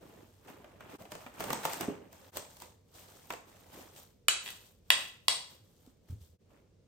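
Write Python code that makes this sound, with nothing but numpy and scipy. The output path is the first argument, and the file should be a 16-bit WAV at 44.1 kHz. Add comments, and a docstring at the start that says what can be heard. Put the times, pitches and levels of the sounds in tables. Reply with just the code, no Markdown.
"""In a small kitchen, cling film is pulled over a ceramic bowl, torn off its cardboard box and smoothed by hand.
Strokes rustle and crinkle (coloured noise and countless tiny pitched grains); the taut film snaps (noise puffs
and a drum-like tone). A finger ring clacks three times on the full bowl (damped modes), which is at last lifted
and set back on its cloth with low thuds (damped sines). A low hum lies under it all, heard in stereo."""
import sys
import numpy as np
from scipy import signal
from scipy.fft import rfft, irfft, next_fast_len
from scipy.io import wavfile
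from scipy.ndimage import map_coordinates

SR = 44100
rng = np.random.default_rng(int(sys.argv[2]) if len(sys.argv) > 2 else 0)


def inscribe(sig):
    """Save sig as 16-bit PCM at rate SR to the path in sys.argv[1].

    A 1-D sig is mono; a 2-D sig holds one channel per row.
    Samples are clipped to [-1, 1] before scaling.
    """
    pcm = np.round(np.clip(np.atleast_2d(sig).T, -1, 1) * 32767)
    wavfile.write(sys.argv[1], SR, pcm.astype(np.int16))


N = 303011

# Resonances of what the hands rub and pull: hollow box and bowl, the sheet's body, its sharp cracks.
# Each row: frequency in Hz, relative density in dB per Hz.
HOLLOW_SPECTRUM = [(30, -36.5), (60, -13), (130, -2.5), (280, -1), (550, -2), (900, -13), (2000, -45)]
BODY_SPECTRUM = [(250, -29), (550, -2), (850, 0.5), (1500, -5), (2800, -9), (4500, -23.5), (9000, -45)]
CRACK_SPECTRUM = [(1500, -30), (3200, 2.5), (4500, 0), (6500, 0.5), (8500, 0.5), (10500, -3.5), (12500, -2),
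                  (14000, 2), (16000, -10.5)]


def amp(db):
    """Decibels to gain."""
    return 10 ** (np.asarray(db) / 20)


def unit(x):
    """Scale to rms 1."""
    return x / np.sqrt(np.mean(x ** 2) + 1e-20)


def along(points, hz):
    """Read (Hz, value) points at hz, on a log frequency axis."""
    f, v = np.transpose(points)
    return np.interp(np.log(hz + 1), np.log(f + 1), v)


def wobble(rate):
    """A smooth random curve with rate knots a second."""
    return map_coordinates(rng.standard_normal(2000), [np.arange(N) * rate / SR], mode="wrap")


def filtered(x, response):
    """Shape x by a gain that is a function of frequency."""
    n = x.shape[-1]
    padded = next_fast_len(n + 8192)
    spectrum = rfft(x, padded) * response(np.fft.rfftfreq(padded, 1 / SR))
    return irfft(spectrum, padded)[..., :n]


def spread(pair, spectrum):
    """Two unrelated signals become a coloured left and right of rms 1, alike in the bass."""
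    # Left and right are nearly opposite in phase around 11 kHz.
    # Each row: frequency in Hz, likeness of left and right from -1 to 1 (clipped just inside).
    alike = [(100, .94), (250, 0.66), (550, 0.41), (1300, 0.26), (3500, .18), (10000, .15), (10650, -1.1),
             (12050, -0.9), (12700, 0.766)]

    def response(hz):
        turn = np.arccos(np.clip(along(alike, hz), -.99, .99)) / 2
        return amp(along(spectrum, hz)) * np.array([np.cos(turn), np.sin(turn)])

    mid, side = filtered(pair, response)
    return unit(np.array([mid + side, mid - side]))


def noise(spectrum, n):
    """Coloured stereo noise, n samples long."""
    return spread(rng.standard_normal((2, n)), spectrum)


def add(track, s, sound):
    """Mix a sound into a track from time s on, cut at both ends of the track."""
    first = round(s * SR)
    sound = sound[..., max(-first, 0):]
    part = track[:, max(first, 0):][:, :sound.shape[-1]]
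    part += sound[..., :part.shape[1]]


def in_kitchen(sound, wet_db, gap=0.0059, build=0.002):
    """A short sound with its own room tail, which begins after gap s and builds up over build s."""
    # Each row: frequency in Hz, time to decay by 60 dB in s.
    decay_times = [(120, 0.12), (500, 0.45), (3000, 0.4465), (8000, 0.4), (15000, 0.071)]
    # What the walls return. Each row: frequency in Hz, relative level in dB.
    wall_return = [(100, 5), (600, -1), (3000, -3.5), (8500, 3.5), (10500, -11.5), (15000, 1)]
    t = np.arange(SR // 2) / SR
    hz, frames, z = signal.stft(noise(wall_return, len(t)), SR, nperseg=256)
    decay = amp(-60 * frames / along(decay_times, hz)[:, None])
    tail = signal.istft(z * decay, SR, nperseg=256)[1][:, :len(t)]
    tail = tail * np.clip((t - gap) / build, 0, 1)
    response = amp(wet_db) * unit(tail) / np.sqrt(len(t))
    response[:, 0] += 1  # the direct sound
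    return signal.fftconvolve(np.atleast_2d(sound), response, axes=1)


def burst(spectrum, t60, attack):
    """A puff of coloured noise that dies away, scaled to a noise rms of about 1 at the envelope's peak."""
    t = np.arange(SR // 8) / SR
    envelope = amp(-60 * t / t60) * (1 - np.exp(-t / attack))
    puff = unit(noise(spectrum, len(t)) * envelope)
    return puff * np.sqrt(np.mean(envelope ** 2)) / envelope.max()


def kitchen_hum(quiet_db=-65):
    """The kitchen's low hum: steady noise, weighted to the bass."""
    # Each row: frequency in Hz, relative density in dB per Hz.
    hum_spectrum = [(22, -22), (45, -2.5), (75, -2), (95, 6), (116, -5.5), (170, -3.5), (300, -12.5),
                    (500, -9), (800, -27), (1600, -32), (6000, -33), (16000, -49)]
    return amp(quiet_db) * noise(hum_spectrum, N)


def thuds(scuff_db=-14, rise_cycles=0.256):
    """A soft landing: a low damped swing of the counter and a dull scuff; the lower it is, the softer it starts."""
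    # Landings and bumps of box and bowl.
    # Each row: start in seconds, level in dB, pitch in Hz, time to decay by 60 dB in seconds.
    landings = [(0.939, -42, 308, 0.0535), (1.531, -35, 220, 0.066), (1.661, -41.5, 163.1, 0.053),
                (1.88, -28, 410, 0.081), (1.883, -16, 261, 0.028), (5.6, -53, 110.3, 0.13),
                (5.874, -42.5, 254, 0.035), (6.098, -27.5, 79.3, 0.081), (6.123, -32, 103.6, .11),
                (6.207, -45, 78, 0.1496), (6.295, -52, 88, .16)]
    track, t = np.zeros((2, N)), np.arange(SR // 4) / SR
    for s, db, hz, t60 in landings:
        scuff = noise([(hz / 10, -30), (hz / 2, -3), (hz, 0), (hz * 2.7, -7), (hz * 8, -40)], len(t))
        swing = np.sin(2 * np.pi * hz * t) + amp(scuff_db) * scuff
        envelope = amp(-60 * t / t60) * (1 - np.exp(-t * hz / rise_cycles)) ** 2
        add(track, s, amp(db) * in_kitchen(swing * envelope, wet_db=-9.5))
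    return track


def clacks(contact_db=-21, side_phase=0.57, lowest_hz=420):
    """The ring strikes the bowl with a dry tick; each spot wakes the damped modes at other strengths."""
    # Ring against bowl, with a skitter after the first blow.
    # Each row: start in seconds, level in dB, spot on the bowl (0, 1 or 2).
    blows = [(4.2834, 1.4, 0), (4.2851, -4.5, 0), (4.461, -25, 1), (4.468, -29, 1), (4.477, -24, 1),
             (4.488, -23.5, 1), (4.504, -25, 0), (4.9035, 3, 1), (5.2821, .5, 2)]
    # Bowl modes, damped by hands and film.
    # Each row: frequency in Hz, width in Hz, then relative level in dB when struck at spot 0, 1 and 2.
    bowl_modes = [(666, 670, 4.5, -1.5, 4), (1045, 96, -0.5, 13, 13.5), (1350, 280, 12.5, 4.5, 3),
                  (1723, 170, 6.5, 14.5, 4), (1974.4, 80, 11.5, 20, 11.5), (2370, 420, 10.5, 7.5, 10.5),
                  (2617, 180, 18, 22, 11.5), (2862.5, 53, 7.5, 20, 18.5), (2966, 46, 22.5, 21, 10.5),
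                  (3310, 110, 16, 22.5, 21), (3752, 200, 8.5, 19, 16.5), (3937, 70, 20, 11.5, 20),
                  (4360, 180, 13, 9.5, 16), (4750, 130, 7.5, 11.5, 15.5), (5330, 250, 5.5, 8, 14),
                  (6260, 190, 8.5, 5, 2.5), (7008, 39, 15, 6.5, 9.5), (7520, 200, 8.5, 7.5, 6),
                  (7970, 70, 12.5, 0.5, 4), (8220, 40, 5.5, 11.5, 18), (8856, 140, 9, 6.5, 5),
                  (8885, 320, 15, 14, 15.5), (9833, 98, 16, 4, 12), (12050, 200, 2.5, 1, 8.5),
                  (12670, 200, 15, 10.5, 4.5), (14200, 500, 6.5, 1, -4)]
    # Metal touching glaze. Each row: frequency in Hz, relative density in dB per Hz.
    tick_spectrum = [(150, -22), (800, -1.5), (2200, -0.5), (5500, -6), (10000, -8), (16000, -15)]
    track, t = np.zeros((2, N)), np.arange(SR // 8) / SR
    hz, width, *spots = np.transpose(bowl_modes)
    radiation = signal.butter(2, lowest_hz, "high", fs=SR, output="sos")  # too small to radiate bass
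    decay = np.exp(-np.pi * width[:, None] * t)
    # Neighbouring modes swing in opposite senses; left and right part in phase, more so for higher modes.
    k = np.arange(len(hz))
    lean = side_phase * (hz / 3000) ** .25 * (-1) ** (k // 2)
    for s, db, spot in blows:
        strength = amp(spots[int(spot)]) * 2 * np.pi * width / SR
        scatter = 0.31 * rng.standard_normal((2, len(hz)))  # radians
        phase = np.pi * k + np.array([lean, -lean]) + scatter
        modes = np.sin(2 * np.pi * hz[:, None] * t + phase[..., None]) * decay
        ringing = signal.sosfilt(radiation, strength @ modes * (1 - np.exp(-t / 0.0003)))
        tick = amp(contact_db) * burst(tick_spectrum, t60=0.0069, attack=0.00027)
        add(track, s, amp(db) * in_kitchen(ringing, wet_db=-4.5, gap=0.0032, build=0.0053))
        add(track, s - .0005, amp(db) * in_kitchen(tick, wet_db=-4.0))  # first touch, through the film
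    return track


def snaps(box_db=-7, bowl_db=-13, crack_db=2, creep_db=-14, drum_db=3.5, drum_t60=0.034):
    """The film creeps, then cracks; the taut sheet pops like a small drum, and box or bowl sounds with it."""
    # Film snapping taut and ripping along the cutter. Each row: start in seconds, body level in dB,
    # crack over body in dB before crack_db or creep_db is added, pitch of the taut sheet in Hz.
    snap_events = [(.6436, -51, -14.5, 585), (0.8067, -49.5, -9, 1438), (1.0207, -53.5, -2, 678),
                   (1.0524, -50, -11, 690), (1.119, -42.5, -0.5, 640), (1.1519, -43.5, -6.5, 626),
                   (1.2638, -43.5, -15, 726), (1.3983, -43.5, -1.5, 659), (1.4047, -37.5, -1, 738),
                   (1.4397, -40.5, 1, 618), (1.5035, -31.5, -5.5, 1190), (1.5303, -34, 3.5, 876),
                   (1.6521, -28.5, -2.5, 893), (1.733, -41.5, 5, 884), (1.8092, -36.5, 2.5, 700),
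                   (2.1283, -56.5, 3, 650), (2.37, -38.5, 5, 650), (2.568, -59.5, 6.5, 930),
                   (2.601, -61.5, 11, 882.9), (2.6202, -50, 4, 972), (3.304, -33, -10, 953),
                   (3.3233, -46.5, 1, 680), (3.3358, -42.5, -5.5, 478), (3.962, -62, 8, 901.4),
                   (5.863, -72, 9, 905)]
    torn_off_s = 1.9  # the box sounds until here, the bowl afterwards
    track, t = np.zeros((2, N)), np.arange(SR // 8) / SR
    for s, db, bright, hz in snap_events:
        hollow_db = box_db if s < torn_off_s else bowl_db
        snap = amp(hollow_db) * burst(HOLLOW_SPECTRUM, t60=0.071, attack=0.00213)
        snap += burst(BODY_SPECTRUM, t60=0.042, attack=0.00076)
        snap += amp(bright + crack_db) * burst(CRACK_SPECTRUM, t60=.02, attack=0.000364)
        snap += amp(drum_db - 60 * t / drum_t60) * np.sin(2 * np.pi * hz * t)
        add(track, s, amp(db) * in_kitchen(snap, wet_db=-7))
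        creep = burst(CRACK_SPECTRUM, t60=0.052, attack=0.0018)[:, ::-1]  # swells up to the snap
        add(track, s - creep.shape[1] / SR, amp(db + bright + creep_db) * creep)
    return track


def effort(s, length, db):
    """Gain of a run of strokes: each one stirs, starts up, sags a little while it lasts, and dies away."""
    attack_s = 0.022  # a hand takes this long to get going
    touch_db, touch_db_per_s = -10.5, 200  # the film stirs as the hand takes hold: level at the start, rise
    sag_db_per_s, release_db_per_s = 7, 138.5
    power, t = np.zeros((1, N)), np.arange(-SR // 2, SR) / SR
    for start, hold, level in zip(s, length, db):
        touch = amp(touch_db + touch_db_per_s * np.minimum(t, 0))
        rise = np.maximum(np.minimum(t / attack_s, 1), touch)
        fall = sag_db_per_s * np.clip(t, 0, hold) + release_db_per_s * np.maximum(t - hold, 0)
        add(power, start - .5, (rise * amp(level - fall)) ** 2)
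    return np.sqrt(power[0])


def crinkles(spectrum, per_second, ring, scatter_db, smear):
    """Countless creases buckle, each with its own pitch, size and place; the room smears a share to a hiss."""
    draw = rng.random((max(int(per_second * N / SR), 1), 5))
    t = np.arange(SR // 100) / SR
    low, high = spectrum[0][0], spectrum[-1][0]
    hz = low * (high / low) ** draw[:, :1]
    size = np.sqrt(hz) * amp(scatter_db * np.minimum(-np.log(draw[:, 1:2]), 3))
    grains = size * np.sin(2 * np.pi * (hz * t + draw[:, 2:3])) * np.exp(-t / ring)
    when = ((draw[:, 3:4] * N).astype(int) + np.arange(len(t))).ravel()
    place = 2 * np.pi * draw[:, 4:]
    sides = (np.cos(place), np.sin(place))
    pair = np.array([np.bincount(when, (grains * side).ravel(), N)[:N] for side in sides])
    # smear is the share of the power that is hiss
    return np.sqrt(1 - smear) * spread(pair, spectrum) + np.sqrt(smear) * noise(spectrum, N)


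def handling(rub_db=-1, crinkle_db=-1.5, jerk_db=0.6666):
    """Hands drag the film in small jerks: box and bowl rub hollowly, the sheet rustles, its creases crinkle."""
    # Drawing the film off the box, then tearing it from 1.4 s on.
    # Each row: start in seconds, length in seconds, rustle in dB, crinkle over rustle in dB before
    # crinkle_db is added, hollow box over rustle in dB before rub_db is added.
    pulls = [(0, 0.2304, -63, -3, 6), (0.24, 0.27, -76, 5, -12), (0.462, 0.0302, -53.5, -5.5, 3.5),
             (0.535, 0.233, -64, -7, 4), (0.788, 0.17, -58.5, -11, 1), (0.879, 0.098, -55.5, -4.5, 0),
             (0.965, 0.045, -70, 7, 17), (1.094, 0.17, -57.5, -2.5, -1.5), (1.32, .08, -59.5, -4.5, -6.5),
             (1.385, 0.18, -45, -5, 1), (1.617, 0.13, -44, -1.5, -11.5), (1.791, 0.0246, -42, -7.5, 2.5),
             (1.875, 0.066, -55, -27, 8), (1.998, 0.073, -66, -10, 6.5)]
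    # Hands pressing and smoothing the film on the bowl. Each row: the first four columns of a pull.
    strokes = [(2.106, 0.2, -63, 0), (2.34, 0.033, -50, 2), (2.482, 0.069, -67, 6),
               (2.594, 0.0293, -57.5, 2), (2.93, 0.1093, -61.5, 5), (3.064, .3, -64, 4),
               (3.459, 0.5607, -65, 1.5), (3.712, .11, -56.5, 1.5), (3.953, 0.026, -59.5, 6.5),
               (4.423, .09, -60.5, 10), (4.574, 0.0984, -70.5, 9), (4.93, .1, -58, 7.5),
               (5.31, 0.028, -59, 8), (5.48, 0.041, -65.5, 5), (5.619, 0.188, -80.5, 8.5),
               (5.8, 0.094, -76, 4.5), (6.07, 0.034, -69, 3.5), (6.195, .035, -77.5, 14),
               (6.484, 0.1, -71, -6.5)]
    # Palm rub over rustle before rub_db; it loses dB per dB of crinkle, as the touch gets lighter.
    palm_rub_db, rub_lost = 1, 0.24
    by_hand = [(s, length, db, bright, palm_rub_db - rub_lost * bright) for s, length, db, bright in strokes]
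    s, length, db, bright, hollow = np.transpose(pulls + by_hand)
    rub = crinkles(HOLLOW_SPECTRUM, per_second=500, ring=0.016, scatter_db=2.5, smear=0.32)
    rustle = crinkles(BODY_SPECTRUM, per_second=700, ring=0.001, scatter_db=1.0, smear=0.55)
    crinkle = crinkles(CRACK_SPECTRUM, per_second=730, ring=.00015, scatter_db=4.0, smear=0.68)
    layers = effort(s, length, db + hollow + rub_db) * rub
    layers += effort(s, length, db) * rustle
    layers += effort(s, length, db + bright + crinkle_db) * crinkle
    return layers * amp(jerk_db * wobble(90))


def scene():
    """Film, box and bowl over the low hum of the kitchen; the lower tones lean to the right."""
    # Each row: frequency in Hz, left over right in dB.
    tilt = [(60, -1), (500, -2), (1200, -1), (2500, -1), (4800, 2), (8000, 3), (13000, -0.5)]
    sound = kitchen_hum() + thuds() + clacks() + snaps() + handling()
    return filtered(sound, lambda hz: amp(np.outer([.5, -.5], along(tilt, hz))))


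def record(dry):
    """The level dips briefly three times; a steep band limit takes off the top."""
    # Each row: centre in seconds, seconds from the centre until the dip's depth has fallen to 1/e.
    dips = [(0.979, 0.016), (2.314, 0.015), (6.381, 0.021)]
    top_hz = 16200
    t = np.arange(N) / SR
    gain = np.prod([1 - 0.926 * np.exp(-((t - s) / half) ** 2) for s, half in dips], axis=0)
    return filtered(dry * gain, lambda hz: 1 / np.sqrt(1 + (hz / top_hz) ** 240))


dry = scene()
out = record(dry)
inscribe(out)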